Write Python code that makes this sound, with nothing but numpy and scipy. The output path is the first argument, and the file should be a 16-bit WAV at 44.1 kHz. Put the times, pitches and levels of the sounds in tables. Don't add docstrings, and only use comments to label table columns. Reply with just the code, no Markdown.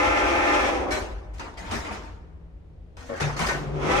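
import sys
import numpy as np
from scipy import signal
from scipy.fft import rfft, irfft, next_fast_len
from scipy.io import wavfile
from scipy.ndimage import uniform_filter1d, map_coordinates

SR = 44100
rng = np.random.default_rng(int(sys.argv[2]) if len(sys.argv) > 2 else 0)


def volts_from_decibels(level):
    exponent = np.asarray(level, float) / 20
    return 10 ** exponent


def unload_wav(signal):
    wavfile.write(
        sys.argv[1],
        SR,
        np.round(np.clip(np.atleast_2d(signal).T, -1, 1) * 32767).astype(np.int16),
    )


N = 176400
TIME = np.arange(N) / SR

# (frequency [Hz], level [dB per Hz])
CLANK_COLOUR = [(110, -26), (200, -5.5), (950, -4), (1800, -10), (3400, -19), (6200, -21), (10500, -35),
                (14500, -42)]


def unit(x):
    return x / np.sqrt(np.mean(x ** 2) + 1e-20)


def along(points, hz):
    f, v = np.transpose(points)
    return np.interp(np.log(hz + 1), np.log(f + 1), v)


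def curves(rows, t):
    s, *cols = np.transpose(rows)
    return [np.interp(t, s, c) for c in cols]


def wobble(rate, size=N):
    knots = rng.standard_normal(int(size * rate / SR) + 4)
    return map_coordinates(knots, [np.arange(size) * rate / SR])


def filtered(x, response):
    m = next_fast_len(x.shape[-1] + 8192)
    return irfft(rfft(x, m) * response(np.fft.rfftfreq(m, 1 / SR)), m)[..., :x.shape[-1]]


def resonances(rows, f):
    power = sum(volts_from_decibels(2 * db) * (f * w) ** 2 / ((c * c - f * f) ** 2 + (f * w) ** 2) for c, w, db in rows)
    return np.sqrt(power)


def noise(response, size=N):
    return unit(filtered(rng.standard_normal((2, size)), response))


def add(out, s, x):
    part = out[:, round(s * SR):][:, :x.shape[-1]]
    part += x[..., :part.shape[1]]


def cabin():
    # (time [s], level [dB])
    boom_level = [(0, -36), (1, -37.5), (1.5, -40.5), (2, -39), (2.4, -45.5), (2.7, -46), (3.1, -44),
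                  (3.5, -38), (4, -35.5)]
    # (frequency [Hz], level [dB per Hz])
    boom_colour = [(20, -18), (35, -14), (50, 3), (68, -3.5), (90, -6), (115, -19), (130, -42)]
    # (frequency [Hz], level [dB per Hz])
    air_colour = [(100, -18), (230, -27), (420, -26.5), (1200, -48), (3000, -55), (14500, -78)]
    drone_mode = [(161.1, 24, 0)]  # (Hz, width Hz, dB)
    boom_db, = curves(boom_level, TIME)
    boom = volts_from_decibels(boom_db) * noise(lambda f: volts_from_decibels(along(boom_colour + [(150, -120)], f)))
    drone = volts_from_decibels(-59.5 + 3.8 * wobble(2.9)) * noise(lambda f: resonances(drone_mode, f) ** 2)
    air = volts_from_decibels(-53 + wobble(1.77)) * noise(lambda f: volts_from_decibels(along(air_colour, f)))
    return boom + drone + air


def stairwell(x):
    level_db, t60_s, dull_hz = -26.5, 2, 1200
    size = SR * 3 // 2
    tail = noise(lambda f: f / (f + 200) / (1 + (f / dull_hz) ** 2), size=size)
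    tail = tail * volts_from_decibels(-60 * TIME[:size] / t60_s)
    return volts_from_decibels(level_db) * signal.fftconvolve(x, tail / np.linalg.norm(tail[0]), axes=1)[:, :N]


def thumps():
    # (time [s], frequency [Hz], level [dB], hold [s], T60 [s])
    panel_hits = [(1.695, 83.5, -29, 0.025, 0.14), (1.72, 231, -35, 0.049, 0.14),
                  (1.905, 202, -37, 0.023, 0.12), (2.97, 479, -55, 0.11, 0.28),
                  (1.72, 410, -40, 0.05, 0.22), (1.725, 327, -43, .04, .2), (3.212, 76, -30.5, 0.025, 0.12),
                  (3.215, 115, -31.5, 0.03, 0.63), (3.215, 146, -26, 0.05, 0.5), (3.01, 260, -50, .05, .2),
                  (1.745, 130, -36, .03, .15), (1.6, 180, -45, .05, .2), (3.4, 164, -28.5, 0.038, 0.077),
                  (3.408, 226.6, -34, 0.032, 0.24)]
    out, t = np.zeros((2, N)), TIME[:SR // 2]
    for s, hz, db, hold, t60 in panel_hits:
        level_db = db - 60 * np.maximum(t - hold, 0) / t60 + 1.5 * wobble(58.3, size=len(t))
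        swell = 1 - np.exp(-t * hz / 0.5)
        drift = .4 * wobble(.08 * hz, size=len(t))
        tone = np.sin(2 * np.pi * hz * t + np.array([[0], [1.3]]) + drift)
        add(out, s, volts_from_decibels(level_db) * swell * tone)
    return out


def windings():
    # (time [s], hum level [dB], growl level [dB])
    motor_load = [(3.4, -70, -61), (3.52, -39, -52), (3.64, -41, -46.5), (3.74, -28.5, -36),
                  (3.82, -32.5, -38), (3.93, -38.5, -32), (4, -42, -33)]
    # (frequency [Hz], width [Hz], level [dB])
    frame_modes = [(205, 30, -3), (380, 40, 0), (560, 60, -8), (700, 40, -12)]
    hum_hz = 146
    hum_db, growl_db = curves(motor_load, TIME)
    phase = 2 * np.pi * hum_hz * TIME + 1.2 * wobble(22) + np.array([[0], [1.3]])
    hum = np.sqrt(2) * np.sin(phase) * volts_from_decibels(3 * wobble(40))
    growl = noise(lambda f: resonances(frame_modes, f) ** 2)
    return (volts_from_decibels(hum_db) * hum + volts_from_decibels(growl_db) * growl) * (TIME > motor_load[0][0])


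def relay():
    # (frequency [Hz], level [dB])
    box_tones = [(242, -9), (470, -5.5), (554, 0.5), (640, -11), (1090, -12), (1340, -16), (1790, -18),
                 (2200, -21)]
    start_s, level_db, hold_s, t60_s = 3.091, -33.5, 0.053, .1
    chatter_hz, chatter_depth = 99.5, 0.57
    out, t = np.zeros((2, N)), TIME[:SR // 4]
    box = np.zeros((2, len(t)))
    for hz, db in box_tones:
        drift = .7 * wobble(0.067 * hz, size=len(t)) + rng.uniform(0, 5.9, (2, 1))
        box += volts_from_decibels(db) * np.sin(2 * np.pi * hz * t + drift)
    chatter = 1 + chatter_depth * np.cos(2 * np.pi * chatter_hz * t)
    fade = volts_from_decibels(level_db - 60 * np.maximum(t - hold_s, 0) / t60_s)
    add(out, start_s, box * chatter * fade * (1 - np.exp(-t / 0.0018)))
    return out


def ticks():
    # (time [s], peak level [dB])
    contacts = [(0.9075, -26.5), (0.9203, -24.5), (1.3417, -50), (1.3838, -37), (1.3962, -33.5),
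                (1.5409, -48), (1.5818, -40), (1.7132, -27), (1.8697, -38), (2.9304, -70), (2.9687, -44),
                (3.0086, -41), (3.1388, -41), (3.2067, -22.5), (3.3059, -39), (3.378, -30), (3.393, -25.5),
                (3.471, -22), (3.487, -24)]
    trim_db, t60_s, low_cut_hz = -8.5, 0.046, 1500
    out, t = np.zeros((2, N)), TIME[:SR // 10]
    for s, db in contacts:
        crack = noise(lambda f: volts_from_decibels(along(CLANK_COLOUR, f)) * f * f / (f * f + low_cut_hz ** 2), size=len(t))
        add(out, s - .001, crack * volts_from_decibels(db + trim_db - 60 * t / t60_s) * (1 - np.exp(-t / .0004)))
    return out


def clanks(blows, steel, ring_db):
    # (frequency [Hz], T60 [s])
    shaft_echo = [(200, 1), (800, 0.59), (3000, 0.56), (10000, 0.41)]
    late_db, late_t60_s = -27, 1.2
    steel_rough = .0011
    out, size = np.zeros((2, N)), SR * 4 // 5
    t = TIME[:size]
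    for s, db, tilt_db, rise, hold in blows:
        colour = lambda f: volts_from_decibels(along(CLANK_COLOUR, f) + tilt_db * np.log2(np.maximum(f, 300) / 1500))
        hz, at, z = signal.stft(noise(colour, size=size), SR, nperseg=192)
        grain = uniform_filter1d(rng.standard_normal(z.shape[1:]), size=14, axis=1)
        z = z * volts_from_decibels(4.0 * unit(grain))
        late = np.maximum(at - hold, 0)
        echo = volts_from_decibels(-60 * late / along(shaft_echo, hz)[:, None]) + volts_from_decibels(late_db - 60 * late / late_t60_s)
        tail = signal.istft(z * echo, SR, nperseg=192)[1][:, :size]
        tail *= volts_from_decibels(0.95 * wobble(65.4, size=size) * np.exp(-t / 0.037))
        for f, level, t60 in steel:
            level_db = level + ring_db + tilt_db * np.log2(f / 1500) + rng.normal(0, 2, (2, 1))
            drift = np.cumsum(rng.standard_normal((2, size)), axis=1) * steel_rough * np.sqrt(f)
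            phase = 2 * np.pi * f * t + drift + rng.uniform(0, 4.7, (2, 1))
            tail += volts_from_decibels(level_db - 60 * np.maximum(t - hold, 0) / t60) * np.sin(phase)
        add(out, s, volts_from_decibels(db) * tail * (1 - np.exp(-t / max(rise, 1e-4))))
    return out


def brake_and_latches():
    # (time [s], level [dB], tilt [dB per octave], rise [s], hold [s])
    brake_stop = [
        (.907, -30.5, 2, 0.0073, 0.0092),
    ]
    latch_rattle = [
        (1.334, -58, 2.5, 0.0037, 0.059),
        (1.394, -39, -1, 0.0016, 0.025),
        (1.57, -43.5, 1, 0.007, .03),
        (1.63, -42, -1, 0.022, 0.084),
        (1.708, -34, 1, 0.0065, 0.049),
        (1.84, -37.5, -1, 0.0091, 0.016),
        (1.905, -38, 0, 0.0096, 0.013),
        (2.03, -53, 1, 0.012, 0.012),
    ]
    brake_lift = [
        (2.968, -52, 1.5, 0.00047, 0.07),
        (3.05, -55, 3.5, 0.0095, .03),
        (3.09, -43, -3, 0.0045, 0.11),
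        (3.155, -45.5, 0.5, 0.0068, 0.037),
        (3.197, -28.5, 0, 0.0096, 0.014),
        (3.363, -38, 1.5, 0.0048, 0.027),
        (3.388, -29, 1, 0.0095, 0.032),
        (3.462, -37.5, 4.5, 0.003, 0.0043),
    ]
    last_knock = [
        (3.485, -31, -1, 0.003, 0.014),
    ]
    # (frequency [Hz], level [dB], T60 [s])
    stop_steel = [(613, -1, 0.63), (1518, -4, 0.3), (1810, -6.5, 0.36), (2260, -8, 0.29), (4059, -16, 0.25)]
    latch_steel = [(302, -3.5, 0.77), (908, -1, 0.82), (1290, -5, 0.36), (2000, -7.5, 0.4),
                   (2475, -8, 0.27), (3740, -21, .15)]
    lift_steel = [(1163, -8, .3), (1513, 0, .35), (1841, 0, .35), (2159, -3, .15), (6100, -6, .25)]
    knock_steel = [(1163, -9, .3), (1513, 0, .3), (1841, 1, .25), (2159, -9, .15), (2400, -10, .15),
                   (6000, -11, .15), (6300, -11, .15)]
    hits = clanks(brake_stop, stop_steel, ring_db=4.5)
    hits += clanks(latch_rattle, latch_steel, ring_db=-7)
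    hits += clanks(brake_lift, lift_steel, ring_db=-11)
    hits += clanks(last_knock, knock_steel, ring_db=1)
    return hits


def drive():
    # (time [s], level [dB], brightness [dB per octave])
    runs = [
        [(0, -26, -0.5), (.6, -26, -0.5), (.75, -25.5, -4.5), (.9, -24, -10), (.99, -27, -12), (1.12, -38, -11),
         (1.3, -80, -10)],
        [(3.45, -45, -10), (3.6, -37, -11.5), (3.72, -36, -8.5), (3.82, -26.5, -6.5), (3.92, -22, -2.5),
         (4, -27, 0)],
    ]
    # (time [s], share of full speed [1])
    speed_curve = [(.6, 1), (1, .9), (3.5, .8), (3.93, .97), (4, 1)]
    # (frequency [Hz], width [Hz], level [dB])
    casing = [(295, 136, 1.5), (527, 53, 1.5), (826, 350, -5), (1017, 48, -3.5), (1284, 180, -6),
              (1830, 230, -12), (2116, 95, -9.5), (2380, 660, -5.5), (3290, 330, -9), (5760, 990, -13),
              (8950, 2200, -29)]
    strong_orders = [13, 14, 15, 16, 18, 20, 24, 25, 28, 32, 37, 38, 39, 40, 41, 48, 57, 61, 63, 64, 73, 82,
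                     86, 97, 111]
    # (middle [dB], side [dB])
    strong_levels = [(-6.5, 5), (8, -3), (4.5, 4), (6.5, -8), (6, -14), (0.5, 2), (5, 11), (6, 8), (5, 5),
                     (4.5, 3), (1.5, 3), (6, -6), (11, 12), (-0.5, 0), (5, -1), (5, 0), (8.5, 5), (1.5, 1),
                     (5, 5), (7, 9), (2, -2), (5, 8), (0.5, 5), (3, 6), (1, 2)]
    shaft_hz = 21.31
    strong_db, comb_db, grind_db, scatter_db = -16, -4, -5.5, 3
    flutter_db, wander_rad, flutter_per_s = 4, .72, 24
    smear_db, smear_grind = 170, 1.38
    sink = .35
    out, order = np.zeros((2, N)), np.arange(10, 130)

    def colour(f):
        return resonances(casing, f) * f ** 4 / (f ** 4 + 216.0 ** 4) / (1 + (f / 9500) ** 3)

    comb = colour(order * shaft_hz) * volts_from_decibels(scatter_db * rng.standard_normal((2, len(order))))
    comb *= volts_from_decibels(comb_db) / np.sqrt(np.mean(np.sum(comb ** 2, 1)) / 2)
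    for k, (mid_db, side_db) in zip(strong_orders, strong_levels):
        comb[:, k - order[0]] = volts_from_decibels(strong_db + np.array([mid_db, side_db]))

    for run in runs:
        t = TIME[round(run[0][0] * SR):round(run[-1][0] * SR)]
        speed, = curves(speed_curve, t)
        level_db, tilt_db = curves(run, t)
        turn = 2 * np.pi * np.cumsum(shaft_hz * speed) / SR

        knots = rng.standard_normal((2 * len(order), int(flutter_per_s * len(t) / SR)))
        knot_s = np.linspace(t[0], t[-1], knots.shape[1])
        slow = np.array([np.interp(t[::64], knot_s, k) for k in knots])
        octaves = np.log2(np.clip(order / 42, 1, 3.5))[:, None]
        size = volts_from_decibels(flutter_db * slow[::2] + tilt_db[::64] * octaves)
        size = np.repeat(size, 64, axis=1)[:, :len(t)]
        wander = np.repeat(wander_rad * slow[1::2], 64, axis=1)[:, :len(t)]
        angle = (np.outer(order, turn) + wander).astype(np.float32)
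        phase = rng.uniform(0, 2 * np.pi, (2, len(order)))
        lines = (comb * np.cos(phase)) @ (size * np.sin(angle))
        lines = lines + (comb * np.sin(phase)) @ (size * np.cos(angle))

        hz, at, z = signal.stft(noise(colour, size=len(t)), SR, nperseg=256)
        octaves = np.log2(np.clip(hz / 900, 1, 3.5)) + sink * np.log2(np.clip(hz / 350, 1, 2.6))
        tilt = volts_from_decibels(np.outer(octaves, np.interp(at, t - t[0], tilt_db)))
        grind = signal.istft(z * tilt, SR, nperseg=256)[1][:, :len(t)]
        grind = grind * volts_from_decibels(grind_db + 1.24 * wobble(40.1, size=len(t)))

        keep = volts_from_decibels(-smear_db * (1 - speed))
        smeared = np.sqrt(1 + smear_grind * (1 - keep ** 2)) * grind
        add(out, t[0], volts_from_decibels(level_db) * (keep * lines + smeared))
    return out


def scene():
    # (frequency [Hz], side over middle [dB])
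    width = [(30, -24), (60, -15.5), (150, -7.5), (500, -3.5), (2400, 1.5), (6000, -1.5)]
    lean = 0.11
    lift = drive() + brake_and_latches() + ticks() + relay()
    mid, side = lift + stairwell(lift) + thumps() + windings() + cabin()
    side = filtered(side, lambda f: volts_from_decibels(along(width, f))) + lean * mid
    return np.array([mid + side, mid - side])


def top_cut(x):
    return signal.sosfilt(signal.butter(12, 15700, fs=SR, output="sos"), x)


def record(dry):
    gap_hz, gap_width_hz, gap_db, top_hz = 12100, 520, -45, 15200

    def response(f):
        return volts_from_decibels(gap_db * np.exp(-((f - gap_hz) / gap_width_hz) ** 4)) * (f < top_hz)

    mix = filtered(dry, response)
    return top_cut(mix)


dry = scene()
out = record(dry)
unload_wav(out)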